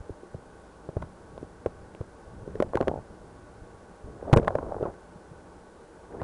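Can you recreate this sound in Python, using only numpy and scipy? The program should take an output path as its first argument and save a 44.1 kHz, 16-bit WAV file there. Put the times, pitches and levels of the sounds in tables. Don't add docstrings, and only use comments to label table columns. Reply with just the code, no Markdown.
import sys
import numpy as np
from scipy import signal
from scipy.fft import rfft, irfft
from scipy.io import wavfile

SR = 44100
rng = np.random.default_rng(int(sys.argv[2]) if len(sys.argv) > 2 else 0)


def int16_out(signal):
    q = np.round(np.clip(np.atleast_2d(signal).T, -1, 1) * 32767)
    wavfile.write(sys.argv[1], SR, q.astype(np.int16))


N = 274869
TIME = np.arange(N) / SR

# start in seconds, ring peak in dB, ring frequency in Hz, ring t60 in seconds,
# crack or tick peak in dB, crack or tick frequency in Hz.
CRUST_KNOCKS = [(0.0944, -26.5, 388, 0.0074, -62, 1500), (0.2323, -34.5, 383, 0.0075, -62, 1500),
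                (0.3442, -29.5, 457, 0.0035, -55, 990), (0.89, -22, 417, 0.0028, -50, 950),
                (0.9683, -18, 450, 0.0043, -58, 3500), (1.0216, -32, 500, 0.0022, -40, 1970),
                (1.025, -25.5, 736, 0.0017, -41, 1790), (1.3781, -25.5, 507, 0.0026, -47, 3300),
                (1.428, -27, 367, 0.0063, -54, 1500), (1.6598, -13, 455, 0.0057, -31, 1820),
                (1.6635, -32.5, 800, 0.0077, -49, 1100), (1.9485, -33, 510, 0.0031, -43, 2220),
                (2.0109, -27, 430, 0.0067, -42, 1030), (2.476, -26, 385, 0.0064, -55, 1500),
                (2.5531, -25.5, 427, 0.0088, -40.5, 1690), (2.6018, -5, 358, 0.0038, -28.5, 1440),
                (2.6228, -14, 590, 0.0066, -24, 1760), (2.7345, -19.5, 600, 0.0026, -55, 1500),
                (2.7444, -21, 506, 0.011, -41, 1500), (2.7533, -11, 390, 0.0059, -23, 1520),
                (2.771, -15, 860, 0.004, -26.5, 1500), (2.8048, -14, 562, 0.0044, -50, 1500),
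                (2.8111, -5.5, 400, 0.0022, -34.5, 2550), (2.8262, -19.5, 604, 0.0026, -39, 1880),
                (2.8731, -15, 480, 0.004, -57, 1500), (2.8813, -3.5, 427, 0.0019, -28, 2950),
                (4.226, -28, 500, 0.0079, -60, 1500), (4.2975, -22.5, 520, 0.0043, -47, 1800),
                (4.3288, -23, 500, 0.0013, -18.5, 2290), (4.3318, 1.5, 603, 0.0037, -25, 1500),
                (4.3357, -7.5, 850, 0.00388, -14, 1800), (4.3612, -8, 427, 0.0078, -24, 8000),
                (4.3711, 0.5, 447, 0.0046, -8.5, 1900), (4.3765, -18, 418, 0.0035, -28, 1680),
                (4.3843, -10.5, 416, 0.0033, -33, 8500), (4.396, -16, 346, 0.0058, -38, 2000),
                (4.43, -29, 600, 0.005, -42, 2200), (4.447, -26, 545, 0.0027, -37, 1390),
                (4.4745, -14.5, 540, 0.0015, -40, 2680), (4.479, -7.5, 750, 0.003, -16.5, 1800),
                (4.505, -21, 630, 0.0052, -46, 1500), (4.5523, -12, 553, 0.0056, -30.5, 1750),
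                (4.586, -19.5, 644, 0.002, -52, 1600), (4.8086, -22.5, 444, 0.0067, -55, 1500),
                (4.8269, -15, 465, 0.005, -45, 3000), (4.8539, -19.5, 470, 0.0034, -61, 1500),
                (6.2164, -17, 570, 0.0022, -46, 3000)]
# frequency in Hz, level in dB before the hardness factor, t60 in seconds.
HOUSING_MODES = [(800, -25.5, 0.031), (1056, -14, 0.011), (1416, -19.5, 0.0094), (2150, -62, 0.042)]
# start in seconds, first slip level in dB, ring frequency in Hz,
# first gap in seconds, ratio of one gap to the last, loss in dB per slip, low-pass edge in Hz.
JUDDER_RUNS = [(2.9135, -16.5, 493, 0.0252, 0.8, 3, 1110), (4.7209, -18.5, 690, 0.0232, 0.89, 4, 1820)]
# start in seconds, peak in dB, frequency in Hz.
HEAD_THUMPS = [(0.004, -32.5, 62), (0.103, -29.5, 75), (0.347, -29, 118), (0.888, -28, 148),
               (0.966, -17.5, 100), (1.033, -29, 124), (1.663, -27.5, 79), (2.006, -24.5, 105),
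               (2.602, -33, 108), (2.753, -22, 116), (2.811, -35, 93), (2.879, -27, 114), (3.617, -36, 65),
               (4.041, -31, 55), (4.329, 3, 135.6), (4.367, -4, 114), (4.553, -25, 124),
               (4.824, -28.5, 128), (5.158, -38.5, 167), (5.314, -36, 130), (6.217, -28.5, 101)]
# start in seconds, rise in seconds, hold in seconds,
# scrape level in dB, cable rumble level in dB, grain pitch in Hz.
HEAD_PUSHES = [(0.95, 0.03, 0.05, -58, -42, 540), (1.153, 0.24, 0.043, -59, -46, 450),
               (1.48, 0.13, 0.32, -81, -52.5, 400), (2.196, 0.2, 0.3, -51, -43.5, 403),
               (2.726, 0.046, 0.21, -49.5, -41, 560), (3.086, 0.02, 0.012, -47.5, -46.5, 320),
               (3.15, 0.056, 0.7, -74, -54.5, 400), (4.034, 0.041, 0.0094, -44.5, -44, 370),
               (4.115, 0.04, 0.07, -48.5, -52.5, 402), (4.196, 0.076, 0.61, -38, -42, 492),
               (6.07, 0.1, 0.08, -39, -46.5, 397)]
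# start in seconds, length in seconds, start frequency in Hz,
# end frequency in Hz, level of the fundamental in dB before roughening.
SCALE_SQUEAKS = [(4.827, 0.024, 1444, 1220, -44), (4.856, .022, 1150, 645, -37.5),
                 (6.193, 0.0213, 1500, 2150, -51), (6.217, 0.02, 1102, 1374, -43)]
# frequency in Hz, relative density in dB per Hz.
CABLE_SPECTRUM = [(20, 1.5), (50, 1.5), (90, 4.5), (150, -1), (220, -3.5), (400, -35), (1500, -79)]
# frequency in Hz, width in Hz, relative level in dB.
AIR_COLUMN_MODES = [(179.4, 17, -0.5), (333, 144, -4), (465, 54, -1.5), (598, 29, -3.5), (800, 30, -5),
                    (888, 122, -12), (1119.5, 17.6, -5), (1290, 260, -18.5), (1500, 79, -10)]
# frequency in Hz, relative density in dB per Hz.
HUSH_SPECTRUM = [(25, -4.5), (60, 5), (150, -13), (260, -5), (500, -10), (900, -8.5), (1500, -24.5),
                 (1850, -27), (2400, -26), (5000, -28), (10000, -29), (11500, -40)]

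REBOUND_S, REBOUND_DB = 0.00648, -14
GRIND_DB, GRIND_DB_PER_S, GRIND_HZ = -27.5, 305, 424
SHAKE_DB, SHAKE_DB_PER_S = -27, 113
CABLE_REST_DB, CABLE_WAVER_DB = -63, 4
STOP_DB_PER_S = 220
AIR_COLUMN_DB, HUSH_DB = -52, -55.5
CUTOFF_HZ = 11000


def knocks(hard_hz=650, hardness_slope=3.8):
    out = np.zeros(N)
    for s, db, hz, t60, *_ in CRUST_KNOCKS:
        ring = damped_ring(hz, t60)
        add(out, s, from_db(db) * ring)
        rebound_s = REBOUND_S * rng.uniform(.7, 1.342)
        add(out, s + rebound_s, from_db(db + REBOUND_DB) * ring)
        hardness = (hz / hard_hz) ** hardness_slope
        strengths = from_db(db + rng.normal(0, 2.1, len(HOUSING_MODES))) * hardness
        for strength, (mode_hz, mode_db, mode_t60) in zip(strengths, HOUSING_MODES):
            add(out, s, strength * from_db(mode_db) * swing(mode_hz, mode_t60))
    return out


def slips(count=5, t60=0.0022, overtone_hz=880, overtone_t60=0.0074, overtone_db=-12):
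    out = np.zeros(N)
    for s, db, hz, gap_s, gap_ratio, loss_db, top_hz in JUDDER_RUNS:
        ring = damped_ring(hz, t60)
        overtone = from_db(overtone_db) * damped_ring(overtone_hz, overtone_t60)
        slip = cut(ring + overtone, top_hz, "low", order=6)
        for k in range(count):
            elapsed_s = gap_s * np.sum(gap_ratio ** np.arange(k))
            add(out, s + elapsed_s, from_db(db - k * loss_db) * slip)
    return out


def thumps(t60=0.02, sway_hz=92, sway_t60=0.059, sway_db=-20, stop_db=-31):
    out = np.zeros(N)
    for s, db, hz in HEAD_THUMPS:
        bounce = from_db(db) * swing(hz, t60)
        sway = from_db(min(db + sway_db, stop_db)) * swing(sway_hz, sway_t60)
        add(out, s, bounce + sway)
    return out


def cracks_and_ticks(t60=0.015, relative_width=0.25, crumble_db=-22, soft_db=-33, edge=8.8, crush_t60=0.0047):
    out, lead_s = np.zeros(N), .01
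    t = TIME[:SR // 20] - TIME[int(lead_s * SR)]
    crumbs = from_db(crumble_db - 60 * np.maximum(t / t60, -t / crush_t60))
    for s, _, _, ring_t60, db, hz in CRUST_KNOCKS:
        snap = (t == 0) + crumbs * rng.standard_normal(len(t))
        sharpness = max(1, from_db(db - soft_db))
        edge_hz = min(edge * hz * sharpness, SR / 3)
        burst = cut(resonate(snap, hz, relative_width * hz), edge_hz, "low")
        burst = burst / np.abs(burst).max()
        add(out, s + crest_time(ring_t60) - lead_s, from_db(db) * burst)
    return out


def scrape(grains_per_s=4000, relative_width=0.058, spread_octaves=0.47, top_hz=1450,
           catch_db=3.0, catch_hz=55):
    level, pitch_hz = sliding_motion()
    catch = from_db(catch_db * waver(catch_hz))
    grains = (rng.random(N) < grains_per_s / SR) * rng.choice([-1, 1], N)
    pitches = np.geomspace(200, 1800, 24)
    dealt = rng.integers(0, len(pitches), N)
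    out, power = np.zeros(N), np.zeros(N)
    for k, hz in enumerate(pitches):
        share = np.exp(-.5 * (np.log2(hz / pitch_hz) / spread_octaves) ** 2)
        ringing = resonate(grains * (dealt == k), hz, relative_width * hz)
        out += np.sqrt(share) * rms_one(ringing)
        power += share
    return level * rms_one(catch) * cut(out / np.sqrt(power), top_hz, "low", order=6)


def grit(specks_per_s=170, size_db=9.5, level_db=-25, centre_hz=1550, width_hz=500, top_hz=1950):
    level, _ = sliding_motion()
    sizes = from_db(size_db * np.minimum(rng.exponential(1, N), 4))
    specks = (rng.random(N) < specks_per_s / SR) * rng.choice([-1, 1], N) * sizes
    crackle = cut(resonate(specks, centre_hz, width_hz), top_hz, "low", order=6)
    return from_db(level_db) * level * rms_one(crackle)


def squeaks(rough=0.4, octave_db=-25):
    out = np.zeros(N)
    for s, length_s, start_hz, end_hz, db in SCALE_SQUEAKS:
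        size = int(length_s * SR)
        phase = 2 * np.pi * np.cumsum(np.linspace(start_hz, end_hz, size)) / SR
        roughness = rms_one(cut(rng.standard_normal(size), 300, "low"))
        grip = signal.windows.tukey(size, .5) * (1 + rough * roughness)
        tone = np.sin(phase) + from_db(octave_db) * np.sin(2 * phase)
        add(out, s, from_db(db) * grip * tone)
    return out


def cable(waver_hz=6):
    gains = [from_db(db) * push(start, rise_s, hold_s) for start, rise_s, hold_s, _, db, _ in HEAD_PUSHES]
    gains += [dying(s, db + SHAKE_DB, SHAKE_DB_PER_S) for s, db, _ in HEAD_THUMPS]
    gains.append(from_db(CABLE_REST_DB + CABLE_WAVER_DB * waver(waver_hz)))
    return np.sqrt(sum(g ** 2 for g in gains)) * coloured_noise(CABLE_SPECTRUM)


def pipe_echo(x, t60=0.038, wet_db=-14, wall_hz=1400, delay_s=0.00047):
    t = TIME[:SR // 4]
    tail = rng.standard_normal(len(t)) * from_db(-60 * t / t60) * (t > delay_s)
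    tail = cut(tail / np.sqrt(np.sum(tail ** 2)), wall_hz, "low")
    return from_db(wet_db) * signal.fftconvolve(x, tail)[:N]


def pipe_hush():
    air = sum(from_db(db) * resonate(rng.standard_normal(N), hz, width) for hz, width, db in AIR_COLUMN_MODES)
    column = rms_one(cut(air, 2010, "low", order=4))
    return from_db(AIR_COLUMN_DB) * column + from_db(HUSH_DB) * coloured_noise(HUSH_SPECTRUM)


def sliding_motion():
    slides = []
    for start, rise_s, hold_s, db, _, hz in HEAD_PUSHES:
        slides.append(((from_db(db) * push(start, rise_s, hold_s)) ** 2, hz))
    grind, fade = np.zeros(N), from_db(-GRIND_DB_PER_S * TIME[:SR // 2])
    for s, db, *_ in CRUST_KNOCKS:
        add(grind, s, (from_db(db + GRIND_DB) * fade) ** 2)
    slides.append((grind + 1e-18, GRIND_HZ))
    power = sum(p for p, _ in slides)
    return np.sqrt(power), sum(p * hz for p, hz in slides) / power


def push(start, rise_s, hold_s):
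    rise = np.clip((TIME - start) / rise_s, 0, 1)
    return rise * from_db(-STOP_DB_PER_S * np.clip(TIME - start - rise_s - hold_s, 0, 1))


def dying(s, db, db_per_s):
    return (TIME >= s) * from_db(db - np.clip(db_per_s * (TIME - s), 0, 120))


def crest_time(t60):
    return 2 * t60 / np.log(1000)


def damped_ring(hz, t60):
    t, crest_s = TIME[:SR // 16], crest_time(t60)
    envelope = (t / crest_s * np.exp(1 - t / crest_s)) ** 2
    return -np.cos(2 * np.pi * hz * (t - crest_s)) * envelope


def swing(hz, t60):
    t = TIME[:SR // 4]
    motion = t * np.sin(2 * np.pi * hz * t) * from_db(-60 * t / t60)
    return motion / np.abs(motion).max()


def resonate(x, hz, width_hz):
    r = np.exp(-np.pi * width_hz / SR)
    zeros = np.array([1, 0, -1]) * (1 - r * r) / 2
    poles = [1, -2 * r * np.cos(2 * np.pi * hz / SR), r * r]
    return signal.lfilter(zeros, poles, x + 1e-18)


def coloured_noise(spectrum):
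    hz, db = np.transpose(spectrum)
    bins = np.maximum(np.arange(N // 2 + 1) * SR / N, 1)
    gain = from_db(np.interp(np.log(bins), np.log(hz), db))
    return rms_one(irfft(rfft(rng.standard_normal(N)) * gain, N))


def waver(hz):
    return rms_one(cut(rng.standard_normal(N), hz, "low"))


def cut(x, hz, kind, order=2):
    return signal.sosfilt(signal.butter(order, hz, kind, fs=SR, output="sos"), x)


def from_db(db):
    return 10 ** (np.asarray(db) / 20)


def rms_one(x):
    return x / np.sqrt(np.mean(x ** 2) + 1e-20)


def add(track, s, sound):
    i = max(0, int(s * SR))
    track[i:i + len(sound)] += sound[:max(0, N - i)]


def scene():
    blows = knocks() + slips()
    sliding = scrape() + grit() + squeaks() + cable()
    return (blows + pipe_echo(blows) + thumps() + cracks_and_ticks() + sliding + pipe_hush())[None]


def record(dry):
    top, bottom, bass_hz = .55, -.24, 16
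    clipped = np.maximum(top * np.tanh(dry / top), bottom)
    return cut(cut(clipped, bass_hz, "high", order=1), CUTOFF_HZ, "low", order=20)


dry = scene()
out = record(dry)
int16_out(out)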